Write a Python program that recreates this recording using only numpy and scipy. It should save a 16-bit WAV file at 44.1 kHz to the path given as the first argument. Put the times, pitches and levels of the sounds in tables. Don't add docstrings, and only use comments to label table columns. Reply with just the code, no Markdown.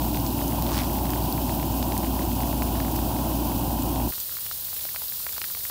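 import sys
import numpy as np
from scipy import signal
from scipy.fft import rfft, irfft
from scipy.io import wavfile
from scipy.ndimage import uniform_filter1d

SR = 44100
rng = np.random.default_rng(int(sys.argv[2]) if len(sys.argv) > 2 else 0)


def unload_audio(sound):
    columns = np.transpose(np.atleast_2d(sound))
    steps = np.round(np.clip(columns, -1, 1) * 32767)
    wavfile.write(sys.argv[1], SR, steps.astype(np.int16))


def ratio_of_db(decibels):
    return 10 ** (np.asarray(decibels, float) / 20)


N = 251370

THROB_HZ = 58.97
# multiple of THROB_HZ, level in dB, waver in dB.
THROB = [
    (1, -30.5, 1.1),
    (2.02, -40.5, 3.2),
]
# frequency in Hz, density in dB per Hz.
ROAR = [(28, -28), (45, -12.5), (96, -4.5), (190, -6.5), (281, -1.5), (345, -7), (445, -23), (570, -14),
        (850, -10.5), (1020, -14), (1200, -29), (1450, -29.5), (2000, -42.5), (3000, -43)]
# centre in Hz, width in Hz, level in dB.
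WHISTLES = [
    (277.3, 123, -41),
    (94.8, 36, -57),
    (9970, 420, -52.5),
]
# frequency in Hz, density in dB per Hz.
STOVE_FIZZ = [(1200, -50), (1900, -33), (2200, -19), (2500, -7.5), (2950, -4.5), (3700, -8.5), (4900, -7),
              (6300, -9.5), (8000, -9), (11000, -7), (13000, -2.5), (14700, 3), (15300, 1.5), (15740, -4)]
# time in seconds, level in dB, ring in Hz.
STONE_DROPS = [(0.05, -39, 1570), (0.3915, -39, 2360), (0.416, -36, 1740), (0.523, -39, 2230),
               (.8987, -40, 1970), (.9556, -40, 2190), (.987, -41, 1870), (1.0547, -37, 2030),
               (1.0681, -41, 2280), (1.095, -36, 1940), (1.1606, -40, 1910), (1.3789, -35, 2040),
               (1.4948, -32.5, 1890), (1.5984, -34, 2260), (1.6296, -33, 2240), (1.922, -29, 2380),
               (1.9675, -36, 1960), (2.033, -37, 1990), (2.0472, -37, 2380), (2.0693, -40, 1900),
               (2.193, -34, 1740), (2.219, -35, 1590), (2.318, -40, 1690), (2.4056, -35, 2590),
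                    (2.4232, -42, 1770), (2.4341, -37, 1950), (2.529, -33.5, 1610), (2.622, -26.5, 2000),
                    (2.7548, -32, 1400), (2.7702, -42, 1540), (2.8027, -25, 1500), (2.849, -33, 1710),
                    (2.8557, -41, 1760), (2.8824, -37, 1710), (2.9896, -34.5, 1640), (3.1653, -38, 1820),
                    (3.1906, -42, 1660), (3.5187, -38, 1860), (3.7877, -37.5, 1720), (4.0016, -40, 1850)]
# time in seconds, level in dB, ring in Hz, width in Hz.
POT_DROPS = [(.02, -35, 3640, 1350), (.1152, -36, 3920, 590), (.1471, -33, 2480, 2020),
             (.1571, -36, 4780, 1940), (.1723, -31, 3250, 2000), (.2003, -35, 5200, 990),
             (.265, -28.5, 5260, 1900), (.3064, -35, 4100, 300), (.4804, -32, 6550, 600),
             (.6237, -30, 5500, 3500), (.6661, -33, 4030, 1780), (.6912, -33, 3500, 2000),
             (.9678, -43, 2600, 1600), (1.1049, -33, 5970, 2500), (1.1262, -40, 2520, 760),
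             (1.1351, -28, 2100, 2500), (1.2245, -37, 4440, 670), (1.2399, -46, 4260, 470),
             (1.2582, -38, 3650, 580), (1.3263, -30, 4500, 490), (1.7235, -39, 7150, 300),
             (1.8278, -26.5, 3660, 2120), (1.9786, -25, 9600, 2960), (2.2273, -34, 4230, 1010),
             (2.6866, -40, 4130, 300), (3.7179, -37, 8840, 650), (3.8235, -32, 7460, 460),
             (3.9595, -34, 3120, 2900)]
# rate per second, lowest level in dB, spread in dB, lowest ring in
# Hz, highest ring in Hz, width in Hz.
STOVE_DRIZZLE = (14, -46, 1, 1700, 3000, 700)
# time in seconds, level in dB.
SPITS = [(.0443, -28), (.3269, -29), (.4063, -32), (.4898, -32), (.6237, -26), (.9036, -36), (1.0342, -32),
         (1.1049, -27), (1.2245, -32), (1.2399, -35), (1.3263, -24), (1.5503, -26), (1.577, -34),
         (1.9786, -28), (2.2518, -32), (2.9177, -32), (3.4875, -30), (3.834, -27), (4.0825, -29),
         (4.2019, -28), (5.0988, -26), (5.2912, -33), (5.442, -31), (5.4855, -34), (5.5211, -28),
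         (5.6526, -30)]
# frequency in Hz, level in dB.
SHOWER_COLOUR = [(500, -23), (1100, 8.5), (2200, -6.5), (5000, 1), (7000, -8), (10000, -5), (15000, -30)]
# time in seconds, level in dB, ring in Hz, width in Hz.
SHOWER_DROPS = [(.673, -35, 2510, 1990), (.7004, -39, 2670, 1600), (.718, -37, 3000, 1570),
                (0.732, -32, 4800, 3530), (0.737, -35, 5890, 1550), (.7445, -35, 2950, 1560),
                (.7541, -33, 5340, 5640), (0.759, -33, 5200, 1310), (0.7676, -33, 2530, 1560),
                (0.7789, -27, 3400, 3340), (0.7894, -26, 3630, 3000), (0.7975, -30, 2300, 400),
                (0.802, -29, 2800, 2500), (0.8077, -36, 2200, 1200), (0.819, -34, 2500, 1500),
                (0.835, -30, 4890, 4770), (0.84, -42, 2090, 300)]
# start in seconds, stove gone in seconds, pouch fade-in in seconds.
CUT = (4.076, 4.112, 0.0064)
# frequency in Hz, density in dB per Hz.
POUCH_FIZZ = [(20, -27), (60, -3.5), (123, -8.5), (260, -18), (1000, -17), (2200, -21), (3000, -13.5),
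              (4400, -8), (6280, -12), (10800, -7.5), (13000, -3.5), (14700, 2.5), (15300, 0),
              (15740, -2.5)]
# time in seconds, level in dB, ring in Hz, width in Hz.
POUCH_DROPS = [(4.1234, -34.5, 1900, 1910), (4.1308, -40, 1140, 400), (4.1377, -38, 1520, 890),
               (4.1807, -37.5, 1140, 980), (4.2019, -30.5, 7260, 1060), (4.2948, -38.5, 1460, 560),
               (4.3225, -40, 1550, 430), (4.3699, -34, 1460, 750), (4.3875, -40, 1320, 700),
               (4.4651, -34, 2640, 2290), (4.5134, -32, 1360, 454), (4.5246, -34, 5300, 800),
               (4.6848, -43.5, 1820, 1130), (4.7309, -41, 1169, 940), (4.7666, -38, 2550, 1930),
               (4.7937, -46, 2480, 910), (4.8109, -39, 3460, 550), (4.8535, -37, 1900, 1400),
               (4.8898, -36, 1980, 490), (4.9478, -36, 1060, 380), (4.9613, -28, 2240, 1710),
               (5.0197, -39, 1370, 1140), (5.0837, -34.5, 4770, 960), (5.1225, -38, 2126, 1070),
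               (5.2027, -41, 1110, 300)]
# rate per second, lowest level in dB, spread in dB, lowest ring in
# Hz, highest ring in Hz, width in Hz.
POUCH_DRIZZLE = (14, -48, 0.5, 1000, 2500, 700)
# time in seconds, level in dB, ring in Hz, width in Hz.
THUDS = [
    (4.7309, -44, 600, 250),
    (4.8535, -33.5, 640, 179),
    (5.0197, -38, 930, 170),
    (5.04, -46, 900, 250),
    (5.2671, -48, 550, 300),
    (5.2935, -43, 500, 300),
    (5.417, -48, 600, 400),
    (5.5496, -47, 450, 300),
]
# time in seconds, level in dB, ring in Hz, width in Hz.
CREASES = [(5.2672, -29.5, 1410, 810), (5.2911, -36.5, 2200, 950), (5.3261, -33, 7330, 750),
           (5.3317, -42, 1670, 1240), (5.364, -41, 1810, 1090), (5.3694, -39, 1230, 570),
           (5.3812, -33.5, 1280, 600), (5.381, -31, 4530, 3940), (5.417, -26, 2530, 1950),
           (5.442, -30.5, 1920, 920), (5.4473, -41, 2310, 1180), (5.4855, -39, 4000, 460),
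           (5.5007, -40, 1560, 730), (5.506, -39, 1180, 300), (5.5496, -33.5, 1950, 1440),
           (5.5726, -42, 845, 720), (5.5926, -39, 6260, 302), (5.6077, -42.5, 1970, 820),
           (5.6526, -35.5, 1830, 780), (5.6671, -47, 1310, 830), (5.6987, -32, 1160, 890)]


def evened(x):
    return x / np.sqrt(np.mean(x ** 2) + 1e-20)


def coloured(x, points):
    f, db = np.transpose(points)
    hz = np.fft.rfftfreq(N, 1 / SR)
    curve_db = np.interp(np.log(hz + 1), np.log(f + 1), db)
    return evened(irfft(rfft(x) * ratio_of_db(curve_db), N))


def wander(top_hz):
    t = np.arange(0, N + 64, 64) / SR
    spread = np.geomspace(.03, 1, 30)
    phases = rng.random(len(spread))
    slow = sum(np.sin(2 * np.pi * (k * top_hz * t + p)) / k ** 0.23 for k, p in zip(spread, phases))
    return np.interp(np.arange(N) / SR, t, evened(slow))


def tick(hz, width, size):
    t = np.arange(size) / SR
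    u = np.pi * width * t
    ring = u * np.exp(-u) * np.sin(2 * np.pi * hz * t)
    return ring / np.linalg.norm(ring)


def whistle(hz, width, db):
    f = np.fft.rfftfreq(N, 1 / SR)
    resonance = 1 + (2 * (f - hz) / width) ** 2
    tone = evened(irfft(rfft(rng.standard_normal(N)) / resonance, N))
    return ratio_of_db(db + 0.28 * wander(top_hz=12.0)) * tone


def flame():
    turns = np.cumsum(THROB_HZ + 0.36 * wander(top_hz=4.77)) / SR
    throb = np.zeros(N)
    for k, db, waver in THROB:
        level = np.sqrt(2) * ratio_of_db(db + waver * wander(top_hz=7.0))
        throb += level * np.cos(2 * np.pi * k * turns + 0.69 * k)
    roar = ratio_of_db(-27.5) * coloured(rng.standard_normal(N), ROAR)
    flow = roar + sum(whistle(*row) for row in WHISTLES)
    flow /= uniform_filter1d(flow ** 2 / np.mean(flow ** 2), size=3000) ** 0.54
    return throb + flow


def fizz(colour, level_db, per_s, spread_db, wash, gust_db):
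    size = (rng.random(N) < per_s / SR) * ratio_of_db(spread_db * np.minimum(rng.exponential(1, N), 2.8))
    pitches = np.linspace(600, 17400, 16)
    kind = rng.integers(0, len(pitches), N)
    grains = np.zeros(N)
    for k, hz in enumerate(pitches):
        grains += signal.oaconvolve(size * (kind == k), tick(hz, 1950.0, size=128))[:N]
    puffs = (rng.random(N) < 60. / SR) * rng.uniform(0.32, 1, N)
    fade = np.exp(-np.arange(2048) / SR / 0.0077)
    gusts = 1 + 0.32 * signal.oaconvolve(puffs, fade)[:N]
    rain = evened(grains) + wash * rng.standard_normal(N)
    mix = gusts * rain * ratio_of_db(gust_db * wander(top_hz=34.1))
    return coloured(mix, colour) * ratio_of_db(level_db)


def drops(table, gain_db, splash_db, splash_s, widen_hz, snap_db):
    out, t = np.zeros(N + 2048), np.arange(1024) / SR
    spray = rng.standard_normal((len(table), 1024))
    snap = tick(4200.0, 2300.0, size=64)
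    for (s, db, hz, width), noise in zip(table, spray):
        width = np.hypot(width, widen_hz)
        burst = noise * np.exp(-t / splash_s)
        splash = signal.oaconvolve(burst, tick(hz, 1.4 * width + 1500, size=64))[:1024]
        width = 1.45 * width
        sound = tick(hz, width, size=1024) + ratio_of_db(splash_db) * splash / np.linalg.norm(splash)
        at = round((s - 1.5 / (np.pi * width)) * SR)
        out[at:at + 1024] += ratio_of_db(gain_db + db) * sound
        at = round(s * SR) - 8
        out[at:at + 64] += ratio_of_db(gain_db + db + snap_db) * snap
    no_bass = signal.butter(2, 300., "high", fs=SR, output="sos")
    return signal.sosfilt(no_bass, out[:N])


def stone_rows():
    return [(s, db, hz, max(820 + 50 * (db + 39.5), 0)) for s, db, hz in STONE_DROPS]


def drizzle(rule, start, end):
    per_s, db, spread_db, low_hz, high_hz, width = rule
    slots = np.arange(start, end, 1 / per_s)
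    when, size, pitch = rng.random((200, 3))[:len(slots)].T
    level_db = db - spread_db * np.log(1 - .95 * size)
    ring_hz = low_hz * (high_hz / low_hz) ** pitch
    return np.transpose([slots + when / per_s, level_db, ring_hz, width + 0 * slots])


def spits(gain_db):
    out, spit = np.zeros(N), tick(13800.0, 2000., size=64)
    for (s, db), noise in zip(SPITS, rng.standard_normal((len(SPITS), 96))):
        mist = signal.oaconvolve(noise * np.hanning(96), spit)[:128]
        at = round(s * SR) - 48
        out[at:at + 128] += ratio_of_db(gain_db + db) * mist / np.linalg.norm(mist)
    return out


def shower():
    peak_s, level_db, swell_db_per_s, thin_db_per_s, round_s = .78, -33, 140, 180, 0.014
    clicks = (rng.random(N) < 2500. / SR) * ratio_of_db(2.0 * rng.exponential(1, N)) * rng.standard_normal(N)
    away = np.arange(N) / SR - peak_s
    slope = np.where(away < 0, swell_db_per_s, thin_db_per_s)
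    fall_db = slope * (np.hypot(away, round_s) - round_s)
    return coloured(clicks, SHOWER_COLOUR) * ratio_of_db(level_db - fall_db)


def far_throb():
    return ratio_of_db(-65.0) * np.sqrt(2) * np.cos(2 * np.pi * THROB_HZ * np.arange(N) / SR)


def scene():
    t = np.arange(N) / SR
    start, end, quick = CUT
    stove = flame() + shower()
    stove += fizz(STOVE_FIZZ, level_db=-33.5, per_s=4000., spread_db=2.0, wash=1.87, gust_db=0.1)
    pouch = fizz(POUCH_FIZZ, level_db=-29.5, per_s=4000., spread_db=3.5, wash=1.72, gust_db=0.3)
    pouch += far_throb()

    metal = POT_DROPS + SHOWER_DROPS
    foil = POUCH_DROPS + CREASES + THUDS
    faint = np.vstack([drizzle(STOVE_DRIZZLE, 0.022, start), drizzle(POUCH_DRIZZLE, end, 5.6)])
    ticks = drops(stone_rows(), gain_db=17.5, splash_db=-7, splash_s=0.002, widen_hz=600., snap_db=-9)
    ticks += drops(metal, gain_db=17.5, splash_db=-7, splash_s=0.002, widen_hz=500., snap_db=-14)
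    ticks += drops(foil, gain_db=18., splash_db=-6.0, splash_s=0.0028, widen_hz=200., snap_db=-5)
    ticks += drops(faint, gain_db=15.0, splash_db=-2, splash_s=0.0022, widen_hz=300., snap_db=-5)
    ticks += spits(gain_db=18.5)

    stove_gain = np.interp(t, [start, start + quick, end - .004, end], [1, 0.37, 0.47, 0.00064])
    pouch_gain = np.interp(t, [start, start + quick], [0, 1])
    return (stove * stove_gain + pouch * pouch_gain + ticks)[None]


def low_pass(x):
    return signal.sosfilt(signal.butter(12, 16650, fs=SR, output="sos"), x)


def record(dry):
    below_edge = np.fft.rfftfreq(N, 1 / SR) < 15740
    limited = irfft(rfft(dry) * below_edge, N)
    return low_pass(limited)


dry = scene()
out = record(dry)
unload_audio(out)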